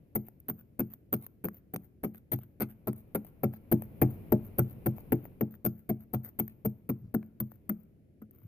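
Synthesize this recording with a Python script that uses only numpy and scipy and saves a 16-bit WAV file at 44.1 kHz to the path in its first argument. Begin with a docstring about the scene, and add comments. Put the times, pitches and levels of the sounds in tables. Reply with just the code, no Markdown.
"""Faint steady outdoor air lies under everything, with a second soft noise that swells and sinks.
Soon a plastic scraper chops ice off a windshield, three to four blows a second. Each blow pushes on the pane,
which thumps and rings in its low modes (ringing tones), while ice breaks in a burst of tiny bright clicks
and a few flakes snap off; then crumbs skitter away. About a tenth of a second after each blow, the blade
drags back through loose snow with a soft fizz. At the end the scraper is turned over in the snow."""
import sys
import numpy as np
from scipy import signal
from scipy.fft import rfft, irfft
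from scipy.io import wavfile

SR = 44100
rng = np.random.default_rng(int(sys.argv[2]) if len(sys.argv) > 2 else 0)


def generate_wav(signal):
    """Clip the signal to [-1, 1] and save it as 16-bit WAV at the path in sys.argv[1]."""
    frames = np.transpose(np.atleast_2d(signal))
    scaled = np.clip(frames, -1, 1) * 32767
    pcm = np.round(scaled).astype(np.int16)
    wavfile.write(sys.argv[1], SR, pcm)


N = 373527


def amp(db):
    """Turns decibels into a plain multiplier."""
    return 10 ** (np.asarray(db) / 20)


def read(points, hz):
    """Reads a table between its points at hz, on a log-frequency axis."""
    f, value = np.transpose(points)
    return np.interp(np.log(hz + 1), np.log(f), value)


def at(points, s):
    """Reads a curve over time at s seconds, in straight lines between its points."""
    return np.interp(s, *np.transpose(points))


def add(mix, s, sound):
    """Lays a sound into the mix at time s and cuts off what runs past the end."""
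    start = max(round(s * SR), 0)
    part = mix[:, start:][:, :sound.shape[1]]
    part += sound[:, :part.shape[1]]


def levelled(x, db, seconds):
    """Scales x so that its energy, spread over the given seconds, has the level db."""
    spread_power = np.mean(x ** 2) * x.shape[-1] / (seconds * SR)
    return x * amp(db) / np.sqrt(spread_power + 1e-20)


def coloured(x, points, size=4096):
    """Filters x to the given spectrum without any sound before its cause (minimum phase)."""
    hz = abs(np.fft.fftfreq(size, 1 / SR))
    log_gain = np.log(amp(read(points, hz)))
    response = np.exp(np.conj(signal.hilbert(log_gain)))
    taps = np.fft.ifft(response).real[:size // 2]
    return signal.fftconvolve(x, taps[None], axes=1)[:, :x.shape[1]]


LAG = 8  # the pane's sound reaches the right microphone later (samples)


def from_pane(x):
    """A single sound from the glass, reaching the left microphone first and the right one later."""
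    late = np.pad(x, (LAG, 0))[:len(x)]
    return np.array([x, late])


def fractures(t, length, per_s, spread_db, fade):
    """Breaking ice clicks at random times in very uneven sizes; after length the clicks get weaker."""
    size_db = spread_db * np.minimum(rng.exponential(1, len(t)), 3)
    sizes = amp(size_db) * rng.choice([-1, 1], len(t))
    happens = rng.random(len(t)) < per_s / SR
    return sizes * happens * np.exp(-np.maximum(t - length, 0) / fade)


def scattered(clicks, burst, tail_db, t60, alike):
    """Each click is a tiny noise burst, later on the right, with quick echoes off glass and bonnet."""
    t = np.arange(SR // 6) / SR
    noise, alike = rng.standard_normal((3, len(t))), np.clip(alike, 0, 1)
    # alike: how much of the burst both ears share
    both_ears = np.sqrt(alike) * noise[2] + np.sqrt(1 - alike) * noise[:2]
    direct = levelled(both_ears * np.exp(-t / burst), 0, 0.94)
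    direct[1] = np.roll(direct[1], rng.integers(2, LAG + 2))  # the path changes with the place of the blade
    fading = np.exp(-np.log(1000) * t / t60)  # falls by 60 dB in t60
    echoes = levelled(rng.standard_normal((2, len(t))) * fading, tail_db, 0.3)
    return signal.fftconvolve(clicks[None], direct + echoes, axes=1)[:, :len(clicks)]


# colour of the steady outdoor air: (f/Hz, gain/dB)
AIR = [(15, -51.5), (25, -21), (84, 1.5), (261, -6), (352, -9), (691, -24), (880, -39), (955, -54),
       (1590, -36.5), (2200, -35.5), (3680, -45.5), (9210, -51), (10300, -41), (14200, -48), (15800, -63.5)]
# colour of the second soft noise: (f/Hz, gain/dB)
SWELL = [(30, 9), (110, 18.5), (220, 12), (500, 3), (1000, -10.5), (1700, -17), (2400, -12), (3400, -25),
         (7000, -39), (9000, -34.5), (10200, -17.5), (11200, -24), (13500, -10), (14600, -22.5),
         (15300, -40)]
# how the second soft noise swells and sinks: (t/s, level/dB)
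SWELL_DB = [(0, -64.5), (2, -76), (3, -58.5), (3.6, -56.5), (4.1, -47), (4.7, -50), (5.2, -49.5),
            (5.7, -69.5), (6.5, -61.5), (7.1, -69.5), (7.7, -64.5), (8.47, -83)]


def background():
    """Outdoor air is steady coloured noise; a second soft noise swells and sinks over it."""
    t, noise = np.arange(N) / SR, rng.standard_normal((2, 3, N))
    # the bass is alike in both ears, the rest differs
    bass = coloured(noise[:, 2], [(150, 0.5), (600, -2), (2000, -13.0)])
    apart = [(150, -6), (600, -2.5), (2000, -2)]
    air = coloured(from_pane(bass[0]) + coloured(noise[0, :2], apart), AIR)
    swell = coloured(from_pane(bass[1]) + coloured(noise[1, :2], apart), SWELL)
    return levelled(air, -61.0, N / SR) + levelled(swell, 0, N / SR) * amp(at(SWELL_DB, t))


# how long the echoes from around take to fall by 60 dB: (f/Hz, fade time/s)
YARD = [(100, .9), (400, 0.37), (1500, 0.75), (5000, 0.18), (14000, 0.44)]


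def yard(x):
    """The surroundings echo faintly: noise that fades at its own speed at each pitch smears the sound."""
    hz, t, z = signal.stft(rng.standard_normal((2, SR)), SR, nperseg=256)
    fading = np.exp(-np.log(1000) * t / read(YARD, hz)[:, None])
    build_up = 1 - np.exp(-t / 0.0075)
    tail = signal.istft(z * fading * build_up, SR, nperseg=256)[1]
    return signal.fftconvolve(x, tail / np.linalg.norm(tail[0]), axes=1)[:, :N]


# dull handling rumbles: (t/s, length/s, level/dB)
RUMBLES = [(4.109, 0.23, -56.5), (4.744, 0.066, -54), (6.984, 0.15, -49), (8.395, 0.15, -54.5)]
# colour of the rumbles: (f/Hz, gain/dB)
RUMBLE = [(30, -21), (80, -20), (110, 21), (135, 8), (220, -5), (450, -26), (1000, -69)]


def rumbles():
    """Handling makes the pane rumble: bass noise that swells up and down smoothly."""
    out = np.zeros((1, N))
    for s, length, db in RUMBLES:
        swell = np.hanning(round(length * SR))
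        noise = coloured(rng.standard_normal((1, SR // 2)), RUMBLE)[:, -len(swell):]
        add(out, s, levelled(noise * swell, db, length))
    return from_pane(out[0])


# colour of a chip's dull tap on the glass: (f/Hz, gain/dB)
TAP = [(200, 2), (600, 7.5), (1000, -1), (1700, -4.5), (2400, -10.5), (3500, -31), (6400, -33),
       (10000, -31.5)]


def chip(snap_db, tap_db, grit_db):
    """One piece of ice breaks: a single click gives a sharp snap, a dull tap on the glass and a spit of grit."""
    click = 1. * (np.arange(SR // 8) == 0)
    snap = coloured(scattered(click, burst=0.0011, tail_db=-9, t60=0.021, alike=.9), CRUNCH)
    tap = coloured(scattered(click, burst=0.0013, tail_db=-6, t60=0.014, alike=0.85), TAP)
    grit = coloured(scattered(click, burst=0.0013, tail_db=-9, t60=0.012, alike=0.84), GRIT)
    return levelled(snap, snap_db, .003) + levelled(tap, tap_db, .015) + levelled(grit, grit_db, .003)


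# flakes of each blow: (share of the crushing time, snap against crunch level/dB, tap against force level/dB)
FLAKES = [(.2, 10, -9.5), (.72, 9.5, -8)]
FLAKE_VARY_DB = 2  # spread in the size of the flakes
# pieces that break on their own, after a blow or on the way back, and at 1.761 s a sharp crack as the blade
# bounces back onto the ice: # (t/s, snap level/dB, tap on the glass level/dB, grit level/dB)
CHIPS = [(0.2847, -45, -56, -81), (0.402, -49, -96, -86), (0.937, -39.5, -63.5, -69),
         (1.2651, -39, -64.5, -57.5), (1.4855, -40, -45.5, -74), (1.7612, -34.5, -45.5, -41),
         (2.147, -51, -58, -70), (2.3887, -48, -58, -69), (2.931, -41.5, -64, -72), (3.248, -47, -59, -84),
         (3.5373, -47, -52, -81), (3.8212, -37, -48.5, -64), (4.9829, -47.5, -51.5, -85.5),
         (5.254, -47.5, -50, -81), (5.5409, -57, -59.5, -85), (6.4795, -40.5, -60.5, -70),
         (7.2288, -62, -59.5, -77), (7.5179, -50, -58.5, -74), (8.3104, -52.5, -79, -90),
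         (8.418, -71, -76, -93)]


def chips():
    """Flakes snap off during every blow, stray pieces break on their own, and once the bouncing blade cracks
    the ice."""
    out = np.zeros((2, N))
    for s, length, force_db, _, crunch_db in BLOWS:
        grit_db = crunch_db + at(HARD_ICE_DB, s) - 17.5
        for share, snap_db, tap_db in FLAKES:
            size_db = FLAKE_VARY_DB * rng.standard_normal()
            flake = chip(crunch_db + snap_db, force_db + tap_db, grit_db)
            add(out, s + share * length, amp(size_db) * flake)
    for s, *levels in CHIPS:
        add(out, s, chip(*levels))
    return out


# colour of the dull part of the return stroke: (f/Hz, gain/dB)
SCRAPE = [(60, -10), (200, 9), (500, 5), (950, 0), (1400, 1), (2200, -3), (3000, -10), (4300, -15),
          (7500, -27), (12000, -45)]
# colour of its bright fizz: (f/Hz, gain/dB)
FIZZ = [(2000, -46), (4000, -43), (7300, -42), (8500, -32), (10200, -22), (11500, -20), (13000, -7),
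        (14300, 0), (14800, -7), (15200, -26), (16500, -50)]
SCRAPE_OVER_FIZZ_DB = -11  # the dull part against the fizz


def drag(length, fizz_db):
    """Snow rubs in dense clicks under the retreating blade, and loose grains of ice crackle in it."""
    t = np.arange(SR // 4) / SR
    press = 1 - np.exp(-t / 0.005)
    snow = press * fractures(t, length, per_s=2000, spread_db=3, fade=.009)
    ice = press * fractures(t, length, per_s=320, spread_db=5, fade=.005)
    scrape = coloured(scattered(ice + .55 * snow, burst=.001, tail_db=-7, t60=.06, alike=.8), SCRAPE)
    fizz = coloured(scattered(ice + .25 * snow, burst=.0009, tail_db=-13, t60=0.11, alike=0.65), FIZZ)
    return levelled(scrape, fizz_db + SCRAPE_OVER_FIZZ_DB, length) + levelled(fizz, fizz_db, length)


# fizz of the loose snow that lies in the way: (t/s, level/dB)
LOOSE_SNOW_DB = [(.24, -62.5), (1.2, -53.5), (1.8, -63.5), (2.15, -57.5), (4.4, -57.5), (4.95, -56.5),
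                 (5.9, -67), (6.25, -47), (6.75, -81.5), (7.5, -68), (8.3, -78.5)]
# the scraper is turned over in the snow at the end: (t/s, length/s, fizz level/dB)
TURN_OVER = (8.33, .14, -70)
# delay after the blow, length, and the most that either varies (s)
DRAG_DELAY_S, DRAG_LENGTH_S, DRAG_VARY_S = .093, 0.046, 0.014


def drags():
    """The blade rubs back through the snow after every blow; at last the scraper is turned over."""
    out = np.zeros((2, N))
    chance = rng.uniform(-1, 1, (len(BLOWS), 2))
    for (s, *_), (late, longer) in zip(BLOWS, DRAG_VARY_S * chance):
        start = s + DRAG_DELAY_S + late
        add(out, start, drag(DRAG_LENGTH_S + longer, at(LOOSE_SNOW_DB, start)))
    turn_s, turn_length, turn_db = TURN_OVER
    add(out, turn_s, drag(turn_length, turn_db))
    return out


def ring(t, modes, detune, uneven_db):
    """Pane modes build up and die; chance shifts their pitch and weight, as the blade lands elsewhere."""
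    hz, db, t60, build = np.transpose(modes)[:, :, None]
    shift, weight, phase = rng.standard_normal((3, len(modes), 1))
    swing = np.sin(2 * np.pi * hz * (1 + detune * shift) * t + phase)
    build_up = (1 - np.exp(-t / build)) ** 2
    fading = np.exp(-np.log(1000) * t / t60)
    return (amp(db + uneven_db * weight) * build_up * fading * swing).sum(0)[None]


# the first push of the edge bends the glass and is damped at once: (f/Hz, level/dB, 60 dB fade time/s)
PUSH = [(158, -18, 0.22), (271, -2, 0.072), (420.5, -17.5, 0.14)]
# the windshield's low modes: (f/Hz, level/dB, 60 dB fade time/s, build-up/s)
LOW_MODES = [(60.5, -13.5, 0.13, 0.0075), (99.3, -13, 0.33, 0.0059), (126.04, 10.5, 0.15, 0.018)]
# its middle modes: (f/Hz, level/dB, 60 dB fade time/s, build-up/s)
MIDDLE_MODES = [(177.9, -8.5, 0.31, 0.0029), (215.35, 8, 0.2, 0.0053), (240.6, 6, 0.068, 0.0022)]
# its upper modes: (f/Hz, level/dB, 60 dB fade time/s, build-up/s)
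UPPER_MODES = [(284.1, -2, 0.16, 0.0073), (341.4, 1, 0.13, 0.0024), (429.5, -2.5, 0.08, 0.00028),
               (493, -4, 0.059, 0.0035), (538, -8, 0.079, 0.0014), (609.7, -11, 0.087, 0.00074),
               (648, -7.5, 0.062, 0.0021), (742, -11, 0.075, 0.00012), (835, -18, 0.082, 0.00034)]
# brighter mid-glass, duller near the rim: (t/s, upper modes up and middle modes down/dB)
PANE_TILT_DB = [(.15, 0), (2.8, 2), (5.3, 1), (6.5, 0), (7.7, -4)]
# a short round thump, as from an echo inside the car: pitch (Hz), delay after the pane gives, length (s)
RETURN_HZ, RETURN_DELAY, RETURN_LENGTH = 208.9, 0.01756, 0.014
# the pane gives once this share of the crushing is over
GIVE_SHARE = 0.2596
# harder blows ring the upper modes more: dB per dB above a usual blow's force (dB)
HARDER_BRIGHTER, USUAL_FORCE_DB = 0.094, -36


def pane():
    """The windshield bends under each blow, then gives, and its modes swell and ring."""
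    out, t = np.zeros((1, N)), np.arange(SR // 2) / SR
    push = sum(amp(db - 60 * t / t60) * np.sin(2 * np.pi * hz * t) for hz, db, t60 in PUSH)[None]
    bump = np.sin(np.pi * np.minimum(t / RETURN_LENGTH, 1)) ** 2
    back = (bump * np.sin(2 * np.pi * RETURN_HZ * t))[None]
    for s, length, force_db, bass_db, _ in BLOWS:
        gives = s + GIVE_SHARE * length
        bright_db = HARDER_BRIGHTER * (force_db - USUAL_FORCE_DB) + at(PANE_TILT_DB, s)
        low = ring(t, LOW_MODES, detune=0.0034, uneven_db=0.0)
        middle = ring(t, MIDDLE_MODES, detune=0.012, uneven_db=4.5)
        upper = ring(t, UPPER_MODES, detune=0.02, uneven_db=3.0)
        add(out, s, levelled(push, force_db - 10.5, 0.13))
        add(out, gives + RETURN_DELAY, levelled(back, force_db - 3.0, 0.073))
        add(out, gives, levelled(low, force_db + bass_db + 1.3, 0.067))
        add(out, gives, levelled(middle, force_db - bright_db - .8, 0.14))
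        add(out, gives, levelled(upper, force_db + bright_db - 6.0, 0.23))
    return from_pane(out[0])


# modes of the plastic blade: (f/Hz, level/dB, 60 dB fade time/s)
BLADE_MODES = [(3300, 0, .05), (4200, 0, .07), (4800, -1, .06), (5500, -4, .05), (6450, -2, .08)]


def blade_ring(clicks):
    """Clicks ring the plastic blade; grip and angle change its modes' pitch and weight from blow to blow."""
    t = np.arange(len(clicks)) / SR
    hz, db, t60 = np.transpose(BLADE_MODES)[:, :, None]
    shift, weight = rng.standard_normal((2, len(hz), 1))
    swing = np.sin(2 * np.pi * hz * (1 + .025 * shift) * t)
    modes = amp(db + 5 * weight - 60 * t / t60) * swing
    return from_pane(signal.fftconvolve(clicks, modes.sum(0))[:len(t)])


# crumbs after each blow: count per s, fade (s), level against the blow's crunch column (dB)
SKITTER_PER_S, SKITTER_FADE_S, SKITTER_DB = 140, .022, -23.5


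def skitter(t, db):
    """Loose crumbs tick over the glass, dying away."""
    ticks = fractures(t, 0, per_s=SKITTER_PER_S, spread_db=4, fade=SKITTER_FADE_S)
    sound = coloured(scattered(ticks, burst=0.0011, tail_db=-10.5, t60=0.042, alike=0.35), CRUNCH)
    return levelled(sound, db, 0.064)


# one row a blow; each layer adds its own offset to these levels:
# (t/s, crushing time/s, force on the pane level/dB, bass against force/dB, crunch of the ice level/dB)
BLOWS = [(0.152, 0.013, -39.5, -2.5, -36.5), (0.484, 0.019, -45.5, -3.5, -39.5),
         (0.792, 0.016, -37, -5, -40.5), (1.125, 0.02, -39.0, -2.5, -34.5), (1.44, 0.018, -40.5, -12, -43),
         (1.736, 0.0095, -45, -7, -46.0), (2.034, 0.017, -39.5, -10.5, -43), (2.317, 0.023, -42, 5.5, -34),
         (2.6, 0.029, -39.5, -2.5, -39), (2.871, 0.014, -38.5, -1.5, -43.5),
         (3.148, 0.0078, -37.5, -13, -40), (3.433, 0.0094, -34.5, 0.5, -41.5),
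         (3.715, 0.012, -29.5, -3, -35), (4.016, 0.008, -29.5, 3, -37), (4.32, 0.0078, -28.5, -5.5, -38),
         (4.583, 0.013, -33.5, 4.5, -32), (4.859, 0.013, -34, 0, -38), (5.12, 0.0095, -31.5, -3.5, -40),
         (5.409, 0.0051, -35, -4.5, -46.5), (5.646, 0.023, -36.5, -1.5, -35.5),
         (5.892, 0.0088, -36.5, -2.5, -43), (6.133, 0.017, -40.5, 5, -41), (6.389, 0.014, -40, -2, -37),
         (6.649, 0.011, -37, -1, -41), (6.891, 0.0094, -38, -1, -44.5), (7.141, 0.0092, -36, -8.5, -46.5),
         (7.401, 0.0063, -44, 2.5, -41.5), (7.693, 0.0058, -41, -12.5, -44),
         (8.217, 0.0059, -58.5, -4, -67)]
# colour of the ice crunching in the air: (f/Hz, gain/dB)
CRUNCH = [(1500, -23.5), (3300, -25), (6400, -53), (7300, -49.5), (8500, -31.5), (10200, -12.5),
          (11300, -13), (13000, 3), (14400, 8), (14850, -10), (15200, -27), (16500, -28)]
# colour of the crack against the glass: (f/Hz, gain/dB)
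CRACK = [(200, 5), (600, 4), (900, 4), (1050, 0), (1400, 3), (1750, -8.5), (2300, -4), (3300, -30.5),
         (4500, -20), (6400, -37), (7200, -42), (9000, -44.5), (12000, -44.5)]
# colour of the ground-up grit: (f/Hz, gain/dB)
GRIT = [(1200, -27.5), (2500, -1), (4000, -1.5), (5200, -10.5), (6400, -2), (7300, -22), (9000, 8),
        (12000, -17)]
# hard ice cracks louder and sheds more grit than soft ice: (t/s, change/dB)
HARD_ICE_DB = [(.15, -2), (1.1, 2.5), (2, -1), (2.55, 5.5), (3.5, 1.5), (4.5, 0), (5.2, -4), (6.2, 2.5),
               (6.9, -1), (7.7, 1)]
DIG_IN_S = 0.0026  # time over which the edge digs in and the crushing builds up
SPOT_COLOUR_DB = 2.2  # every blow lands on another spot, which colours its crack
# the crack lies between force and crunch: share of the force, offset (dB)
CRACK_FORCE_SHARE, CRACK_DB = .6, -13


def chops():
    """The edge crushes ice: crunch in the air, crack on the glass, grit, a ringing blade and crumbs."""
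    out, t = np.zeros((2, N)), np.arange(SR // 5) / SR
    dig = 1 - np.exp(-t / DIG_IN_S)
    for s, length, force_db, _, crunch_db in BLOWS:
        clicks = dig * fractures(t, length, per_s=1100, spread_db=5.5, fade=.003)
        clicks[0] += 1.3  # first contact
        crumbs = dig * fractures(t, length, per_s=1500, spread_db=4, fade=.009)
        spot = [(hz, db + SPOT_COLOUR_DB * rng.standard_normal()) for hz, db in CRACK]
        crack = coloured(scattered(clicks + .5 * crumbs, burst=0.0011, tail_db=-5, t60=0.071, alike=0.66), spot)
        crunch = coloured(scattered(clicks, burst=0.0005, tail_db=-9, t60=0.06, alike=.5), CRUNCH)
        grit = coloured(scattered(crumbs, burst=.0006, tail_db=-10, t60=.055, alike=.75), GRIT)
        between_db = CRACK_FORCE_SHARE * force_db + (1 - CRACK_FORCE_SHARE) * crunch_db
        crack_db = CRACK_DB + between_db + at(HARD_ICE_DB, s)
        grit_db = crack_db - 15.5 + 18 * np.log10(length / 0.022)  # a long bite grinds more grit
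        ring_db = grit_db - 8.5 + 12 * np.log10(length / 0.021)  # a long bite makes the blade sing more
        add(out, s, levelled(crack, crack_db, .1))
        add(out, s, levelled(crunch, crunch_db - 3, .1))
        add(out, s, levelled(grit, grit_db, .1))
        add(out, s, levelled(blade_ring(crumbs), ring_db, .1))
        add(out, s + length, skitter(t, crunch_db + SKITTER_DB))
    return out


# where the blade works and how fine the ice is there:
# (t/s, treble left over right/dB, top treble over lower treble/dB)
BLADE = [(.15, -2.5, 3), (1.44, -1.5, 3), (2.03, -3.5, -3), (2.87, -2.5, -8), (4.02, 3, -2),
         (4.75, -.5, -1), (5.2, 2, 6), (6.2, 0, 5), (7.69, 3.5, 5)]
# which treble counts as top treble: (f/Hz, share from 0 to 1)
SHEEN = [(12600, 0), (14300, 0.94)]


def aimed(ice):
    """The crunch turns finer or coarser and its treble beams left or right as the blade moves on."""
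    hz, t = np.fft.rfftfreq(N, 1 / SR), np.arange(N) / SR
    s, pan_db, sheen_db = np.transpose(BLADE)
    pan, sheen = amp(np.interp(t, s, pan_db) / 2), amp(np.interp(t, s, sheen_db) / 2)
    spectrum = rfft(ice)
    treble = irfft(spectrum * (hz > 7300), N)
    top = irfft(spectrum * read(SHEEN, hz), N)
    # the square roots even out the gains, so that one side's rise is the other's fall
    tilted = (top * sheen + (treble - top) / sheen) / np.sqrt((sheen ** 2 + sheen ** -2) / 2)
    panned = tilted * np.array([pan, 1 / pan]) / np.sqrt((pan ** 2 + pan ** -2) / 2)
    return ice - treble + panned


# how much more the left microphone gets: (f/Hz, left over right/dB)
BALANCE_DB = [(60, 0.5), (200, 1.54), (500, 4), (1000, 4.5), (2000, 5), (4000, 0.5), (8000, 1.5),
              (14000, 3.5)]


def facing_left(x):
    """The left microphone faces the work and gets more of it, above all of its midrange."""
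    side = amp(read(BALANCE_DB, np.fft.rfftfreq(N, 1 / SR)) / 2)
    gains = np.array([side, 1 / side]) / np.sqrt((side ** 2 + side ** -2) / 2)
    return irfft(rfft(x) * gains, N)


def scene():
    """Pane and ice sound up close, with faint echoes and the background a little stronger on the left."""
    thumps = pane()
    ice = aimed(chops() + drags() + chips())
    echoes = amp(-23.5) * from_pane(yard(thumps)[0]) + amp(-27.5) * yard(ice)
    far = (echoes + background()) * amp([[.6], [-.6]])
    return facing_left(thumps + ice + rumbles()) + far


EDGE_HZ = 16300  # upper end of the treble


def record(dry):
    """The recorder's band limit: a low-pass filter takes away the treble above the edge."""
    low_pass = signal.firwin(255, EDGE_HZ, window=("kaiser", 9), fs=SR)
    return signal.oaconvolve(dry, low_pass[None], "same")


dry = scene()
out = record(dry)
generate_wav(out)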